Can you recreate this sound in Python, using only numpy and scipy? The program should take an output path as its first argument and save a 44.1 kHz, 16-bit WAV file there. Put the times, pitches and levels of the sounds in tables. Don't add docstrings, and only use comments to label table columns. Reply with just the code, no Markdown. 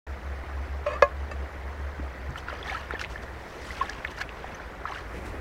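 import sys
import numpy as np
from scipy import signal
from scipy.fft import rfft, irfft, next_fast_len
from scipy.io import wavfile
from scipy.ndimage import uniform_filter1d, map_coordinates

SR = 44100
rng = np.random.default_rng(int(sys.argv[2]) if len(sys.argv) > 2 else 0)


def generate_wav(signal):
    frames = np.transpose(np.atleast_2d(signal))
    scaled = np.clip(frames, -1, 1) * 32767
    pcm = np.round(scaled).astype(np.int16)
    wavfile.write(sys.argv[1], SR, pcm)


N = 238261


def amp(db):
    return 10 ** (np.asarray(db) / 20)


def unit(x):
    return x / np.sqrt(np.mean(x ** 2) + 1e-20)


def read(points, hz):
    f, db = np.transpose(points)
    return np.interp(np.log(hz + 1), np.log(f + 1), db)


def level(rows, axis=1):
    rows = np.array(rows)
    db = np.interp(np.arange(N) / SR, rows[:, 0], rows[:, axis], left=-120, right=-120)
    return uniform_filter1d(amp(db), size=130)


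def colour(x, points):
    size = next_fast_len(N + 4096)
    gain = amp(read(points, np.fft.rfftfreq(size, 1 / SR)))
    return unit(irfft(rfft(x, size) * gain, size)[:N])


def add(mix, s, sound):
    part = mix[round(s * SR):][:len(sound)]
    part += sound[:len(part)]


def wash(patchy_db):
    a, b, patches = rng.standard_normal((3, N // 128 + 6, 257))
    patches = uniform_filter1d(patches, size=7, axis=0)
    patches = unit(uniform_filter1d(patches, size=5, axis=1))
    spectra = (a + 1j * b) * amp(patchy_db * patches)
    return unit(signal.istft(spectra.T, nperseg=512, noverlap=384)[1][:N])


def bubble(hz, t60, rise, glide):
    t = np.arange(int((t60 + rise) * SR) + 8) / SR
    swell = np.minimum(t / (abs(rise) + 1e-5), 1)
    fade = amp(-60 * np.maximum(t - rise, 0) / t60)
    return swell * fade * np.sin(2 * np.pi * hz * np.cumsum(1 + glide * t / t60) / SR)


def swarm(per_s, low_hz, high_hz, cycles, spread_db, count=48):
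    out = np.zeros(N)
    for hz in np.geomspace(low_hz, min(high_hz, SR / 2.5), count):
        hz *= rng.uniform(.97, 1.03)
        ring_s = cycles * rng.uniform(1.0, 1.7) / hz
        grain = bubble(hz, ring_s, 1 / hz, glide=0.12)
        how_many = min(int(per_s * N / SR / count), 2000)
        at, size = rng.random((2, how_many))
        strength = amp(spread_db * np.minimum(-np.log(size), 4))
        clicks = np.bincount((at * N).astype(int), strength, N)
        out += hz * signal.oaconvolve(clicks, grain)[:N]
    return unit(out)


def stream(wash_db=-43.74, babble_db=-3):
    # (frequency [Hz], level [dB per Hz])
    water = [(60, 2), (130, 1.5), (250, -2.5), (520, -1.5), (900, -4), (1400, -6), (1900, -6),
             (2700, -17.5), (3800, -24), (5200, -26.5), (7000, -32.5), (10000, -36.5), (15800, -39)]
    babble = swarm(per_s=2500, low_hz=309.3, high_hz=7140, cycles=18.5, spread_db=1.0)
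    return amp(wash_db) * (colour(wash(patchy_db=2.5), water) + amp(babble_db) * colour(babble, water))


def rumble(waver_hz=0.28, crest_s=0.12, fade_in_s=0.22, end_s=2.32):
    # (pitch [Hz], level [dB])
    tones = [(65.65, -41), (70.28, -38.5), (71.97, -44)]
    # (frequency [Hz], level [dB per Hz])
    wind = [(15, -43), (35, -15.5), (55, 0.5), (70, 1), (95, -12), (140, -23.5), (250, -23), (600, -59)]
    # (time [s], level [dB])
    gusts = [(0, -44.5), (2.25, -47.5), (2.35, -43), (3.0, -40), (3.5, -42.5), (4.0, -43.5), (4.95, -45.5),
             (5.1, -39), (5.4, -35.5)]
    t = np.arange(N) / SR
    waver = colour(rng.standard_normal(N), [(6, 0), (25, -50), (200, -120)])
    drift = rng.random() + np.cumsum(waver_hz * waver) / SR
    drone = np.zeros(N)
    for hz, db in tones:
        drone += amp(db) * np.sqrt(2) * np.sin(2 * np.pi * (hz * (t - crest_s) + drift))
    sounding = np.minimum(t / fade_in_s, 1) * np.clip((end_s - t) / .02, 0, 1)
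    return sounding * drone + level(gusts) * colour(rng.standard_normal(N), wind)


def bumps():
    # (time [s], peak level [dB], pitch [Hz], time to fall 60 dB [s])
    thuds = [(1.99, -35, 192, 0.037), (1.997, -26, 280, 0.033), (2.291, -30, 129, 0.14),
             (2.304, -35, 233, 0.062), (5.16, -46, 305, .04), (5.173, -33, 193, .06), (5.19, -31, 380, .04)]
    out, t = np.zeros(N), np.arange(SR // 5) / SR
    for s, db, hz, t60 in thuds:
        add(out, s, amp(db - 60 * t / t60) * np.sin(2 * np.pi * hz * t))
    return out


def cleaver():
    # (time [s], press level [dB], hiss level [dB])
    cut = [(5.02, -67, -89), (5.1, -47.5, -68), (5.17, -41.5, -56), (5.22, -51, -64), (5.27, -42.5, -52.5),
           (5.32, -48, -63), (5.4, -44, -70)]
    # (frequency [Hz], level [dB per Hz])
    press_curve = [(80, -15), (170, 0), (450, 6), (900, -11), (2500, -9), (6000, -62)]
    hiss_curve = [(800, -3), (3000, 3), (7000, 0), (10000, -4), (15800, -15)]
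    press, hiss = rng.standard_normal((2, N))
    fibres = unit(rng.standard_normal(N) * (rng.random(N) < 1500 / SR))
    pressing = level(cut, axis=1) * colour(press, press_curve)
    return pressing + level(cut, axis=2) * colour(hiss + amp(6) * fibres, hiss_curve)


def pan_ring(ring, tilt_db, pitch):
    # (pitch [Hz], level [dB], time to fall 60 dB [s])
    iron_modes = [(501, -1, 0.037), (575, -1, 0.076), (699, -18, 0.12), (970, 0.5, 0.011),
                  (1076, -9.5, 0.12), (1156, -10, 0.076), (1304, -5, 0.014), (1677, -9.5, 0.065),
                  (1730, -10, 0.033), (2100, -16, 0.056), (2500, -14.5, 0.052), (2970, -31, 0.062),
                  (3130, -46, 0.025), (3670, -26, 0.022), (4530, -24, 0.033), (5170, -43, .04),
                  (5770, -37.5, 0.046), (6636, -41, 0.074), (7100, -50, 0.1), (7850, -44.5, .04),
                  (8630, -45.5, 0.045)]
    t = np.arange(SR // 2) / SR
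    out = np.zeros(len(t))
    for k, (hz, db, t60) in enumerate(iron_modes):
        tilt = tilt_db * np.log2(hz / iron_modes[1][0])
        fade = amp(db + tilt - 60 * t / (t60 * ring))
        out += (-1) ** k * fade * np.sin(2 * np.pi * hz * pitch * t)
    return out * (1 - np.exp(-t / .001))


def pan_knocks(grit_db=-15, grit_s=0.003, tail_db=-31, tail_s=.016):
    # (time [s], gain [dB], factor on ring time, brightness [dB per octave], factor on pitch)
    contacts = [(0.8622, -23.5, 1.25, -1.5, 1.11), (0.933, -37.5, 1.8, 5.5, 1.04),
                (1.0221, -5.5, 1.22, 0.5, 1), (1.313, -35, 1.35, 5.5, 1.06)]
    out, t = np.zeros(N), np.arange(N) / SR
    onset = np.sin(np.pi / 2 * np.minimum(t / .001, 1)) ** 2
    crush = onset * (amp(grit_db) * np.exp(-t / grit_s) + amp(tail_db) * np.exp(-t / tail_s))
    grit_curve = [(150, -5), (400, 0.5), (2500, -3.5), (6000, -14), (9300, -62), (11000, -55)]
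    for s, db, ring, tilt_db, pitch in contacts:
        grit = colour(rng.standard_normal(N), grit_curve)
        add(out, s, amp(db) * crush * grit)
        add(out, s, amp(db) * pan_ring(ring, tilt_db, pitch))
    return out


def pan_scrape(rasp_db=-12, sing_hz=593):
    # (time [s], grinding level [dB], singing level [dB], factor on pitch)
    drag_path = [(0.866, -26, -25.5, 1.02), (0.879, -35, -23.5, 1), (0.896, -32, -35, 1),
                 (0.918, -33, -50, 1.01), (0.942, -42, -32, 1.04), (0.953, -38, -48, 1.05),
                 (0.968, -40.5, -65, 1.02), (0.99, -64, -70, 1.2)]
    # (time [s], level [dB], pitch [Hz])
    squeak_path = [(0.946, -46, 1133), (0.956, -32, 1166), (0.968, -37, 1176), (0.985, -45, 1270)]
    # (frequency [Hz], level [dB per Hz])
    rasp_curve = [(200, -12), (1000, -4), (2400, 9), (5000, -17.5), (9000, -28), (15000, -45)]
    t = np.arange(N) / SR
    slips = rng.standard_normal(N) * (rng.random(N) < 2500 / SR)
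    drag = signal.oaconvolve(slips, pan_ring(ring=3.7, tilt_db=3, pitch=0.99))[:N]
    s, _, _, pitch = np.transpose(drag_path)
    bent = np.cumsum(np.interp(t, s, pitch)) / SR
    drag = unit(map_coordinates(drag, [bent * SR], order=3))
    grinding = unit(drag + amp(rasp_db) * colour(slips, rasp_curve))
    sing = np.sqrt(2) * np.sin(2 * np.pi * sing_hz * bent)
    s, _, hz = np.transpose(squeak_path)
    squeak = np.sqrt(2) * np.sin(2 * np.pi * np.cumsum(np.interp(t, s, hz)) / SR)
    scraping = level(drag_path, axis=1) * grinding + level(drag_path, axis=2) * sing
    return scraping + level(squeak_path) * squeak


def pan():
    return pan_knocks() + pan_scrape()


def stirring(lumpy_db=1.0):
    # (crest time [s], slosh level [dB], spray level [dB], rise [s], fall [s])
    strokes = [(2.385, -42, -46.5, 0.018, 0.02), (2.495, -38.5, -55, 0.018, 0.13),
               (2.69, -34.5, -47.5, 0.038, 0.057), (2.76, -38.5, -50.5, 0.059, 0.077),
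               (2.94, -38.5, -64, 0.038, 0.033), (2.996, -37, -44, 0.0043, .012),
               (3.011, -37, -40, .006, 0.021), (3.12, -50, -49, 0.028, 0.04), (3.23, -45, -50, .012, .015),
               (3.58, -54, -53.5, 0.23, 0.12), (3.69, -59, -46, 0.079, 0.19),
               (3.84, -40, -53.5, 0.13, 0.22), (4.115, -44, -46.5, 0.013, 0.012),
               (4.19, -37, -46, 0.019, 0.016), (4.218, -28.5, -39, 0.011, 0.0063),
               (4.53, -46, -59, 0.21, 0.097), (4.89, -39.5, -54.5, 0.021, 0.08),
               (4.99, -38, -52, 0.089, 0.021)]
    t, power = np.arange(N) / SR, np.zeros((2, N))
    for s, slosh_db, spray_db, rise, fall in strokes:
        shape = np.exp(-(np.minimum(t - s, 0) / rise) ** 2 - np.maximum(t - s, 0) / fall)
        power += (amp([[slosh_db], [spray_db]]) * shape) ** 2
    lumps = colour(rng.standard_normal(N), [(5, -10), (20, 0), (60, 0), (200, -40), (1000, -120)])
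    return np.sqrt(power) * unit(amp(lumpy_db * np.clip(lumps, -2, 2)))


def churn(slosh_db=-8, patter_db=-7, gurgle_db=-4.0, spray_db=-2, mist_db=-2, ticks_db=-13):
    # (frequency [Hz], level [dB per Hz])
    slosh_curve = [(200, -63), (450, -14), (800, 8), (1700, 8), (2400, 6), (3300, 6), (5000, -19),
                   (9000, -20)]
    spray_curve = [(1500, 8), (3000, 3.5), (5800, 1), (7200, -4.5), (10000, -11), (15800, -18)]
    slosh = colour(swarm(per_s=800, low_hz=354, high_hz=5000, cycles=10, spread_db=1.5), slosh_curve)
    droplets = swarm(per_s=300, low_hz=1000, high_hz=6500, cycles=13, spread_db=2.5)
    patter = colour(droplets, [(700, -8), (1800, 14), (3200, -17), (6000, -10.5), (9000, -27)])
    plops = swarm(per_s=330, low_hz=699, high_hz=5000, cycles=44, spread_db=1.5)
    gurgle = colour(plops, [(700, 2.5), (1700, 0), (3000, -7), (4500, -13)])
    fizz = swarm(per_s=2000, low_hz=2370, high_hz=15000, cycles=36, spread_db=0.8)
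    ticks = swarm(per_s=70, low_hz=2500, high_hz=9000, cycles=5, spread_db=2, count=12)
    spray = colour(fizz + amp(mist_db) * wash(patchy_db=3.0) + amp(ticks_db) * ticks, spray_curve)
    sloshing, spraying = stirring()
    body = amp(slosh_db) * slosh + amp(patter_db) * patter + amp(gurgle_db) * gurgle
    return sloshing * body + amp(spray_db) * spraying * spray


def plopping(glide=0.12, swell=0.07, shed_db=-17, shed_s=0.035):
    # (time [s], peak level [dB], starting pitch [Hz], time to fall 60 dB [s])
    big_bubbles = [(2.357, -31.5, 1320, 0.022), (2.378, -33, 3000, 0.015), (2.484, -21, 1480, 0.014),
                   (2.527, -28.5, 564, 0.035), (2.628, -29, 3300, 0.011), (2.684, -30, 1750, 0.021),
                   (2.697, -23.5, 2150, 0.013), (2.718, -28, 773, 0.047), (2.724, -34, 1690, 0.056),
                   (2.746, -23, 1280, 0.033), (2.764, -30.5, 1617, .06), (2.9365, -23, 430, 0.023),
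                   (2.95, -28.5, 1740, 0.033), (2.994, -27.5, 2700, 0.015), (3.013, -21.5, 1514, 0.02),
                   (3.039, -26, 1980, 0.016), (3.158, -25, 1700, 0.012), (3.705, -27, 1945, 0.029),
                   (3.81, -17.5, 1066, 0.053), (3.835, -30.5, 820, 0.053), (3.847, -33, 1980, .026),
                   (3.892, -25.5, 1636, .03), (4.0492, -16, 1860, 0.011), (4.213, -19, 1615, 0.017),
                   (4.292, -26, 2580, 0.0046), (4.443, -26, 805, .017), (4.547, -39.5, 6000, 0.017),
                   (4.598, -29.5, 1513, .05), (4.854, -18, 1207, 0.018), (4.874, -33, 1670, .04),
                   (4.901, -29.5, 790, 0.036), (4.921, -25, 1110, 0.018), (4.96, -28.5, 1510, 0.029)]
    out = np.zeros(N)
    for s, db, hz, t60 in big_bubbles:
        rise = swell * t60
        add(out, s, amp(db) * bubble(hz, t60, rise, glide))
        for delay, octaves in rng.random((3, 2)):
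            small = bubble(hz * 2 ** octaves, t60 / 2 ** octaves, rise, glide)
            add(out, s + shed_s * delay, amp(db + shed_db) * small)
    return out


def slapping(crack_db=-27, crack_s=0.00065):
    # (time [s], peak level [dB], centre frequency [Hz])
    hard_drops = [(2.3065, -40, 6000), (2.358, -27, 1800), (2.4994, -24.5, 1270), (2.9083, -18, 1470),
                  (2.995, -36, 3500), (3.008, -30, 2740), (3.014, -23.5, 4740), (3.04, -29, 2350),
                  (3.047, -20.5, 2480), (3.809, -28, 2710), (3.897, -22, 5200), (4.0485, -20.5, 2230),
                  (4.212, -25.5, 2700), (5.009, -41, 4500)]
    out, t = np.zeros(N), np.arange(SR // 50) / SR
    for s, db, hz in hard_drops:
        u = t * hz / .7
        pulse = u * np.exp(1 - u) * np.sin(2 * np.pi * hz * t)
        crack = amp(crack_db) * np.exp(-t / crack_s) * rng.standard_normal(len(t))
        add(out, s, amp(db) * (pulse + crack))
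    return out


def boulders(x, echo_db=-11, echo_s=0.0034):
    t = np.arange(SR // 16) / SR
    taps = rng.standard_normal(len(t)) * (rng.random(len(t)) < 3000 / SR)
    taps *= np.exp(-t / echo_s) * (t > .002)
    taps = signal.lfilter(*signal.butter(1, 4500, fs=SR), taps)
    return x + amp(echo_db) * signal.oaconvolve(x, taps / np.linalg.norm(taps))[:N]


def rinsing():
    return churn() + boulders(plopping() + slapping())


def scene():
    return (stream() + rumble() + bumps() + cleaver() + pan() + rinsing())[None]


def record(dry, start_s=0.066, edge_hz=15900):
    opened = dry * np.clip((np.arange(N) / SR - start_s) / .003, 0, 1)
    lowpass = signal.firwin(511, edge_hz, window=("kaiser", 9), fs=SR)
    return signal.oaconvolve(opened, lowpass[None], "same")


dry = scene()
out = record(dry)
generate_wav(out)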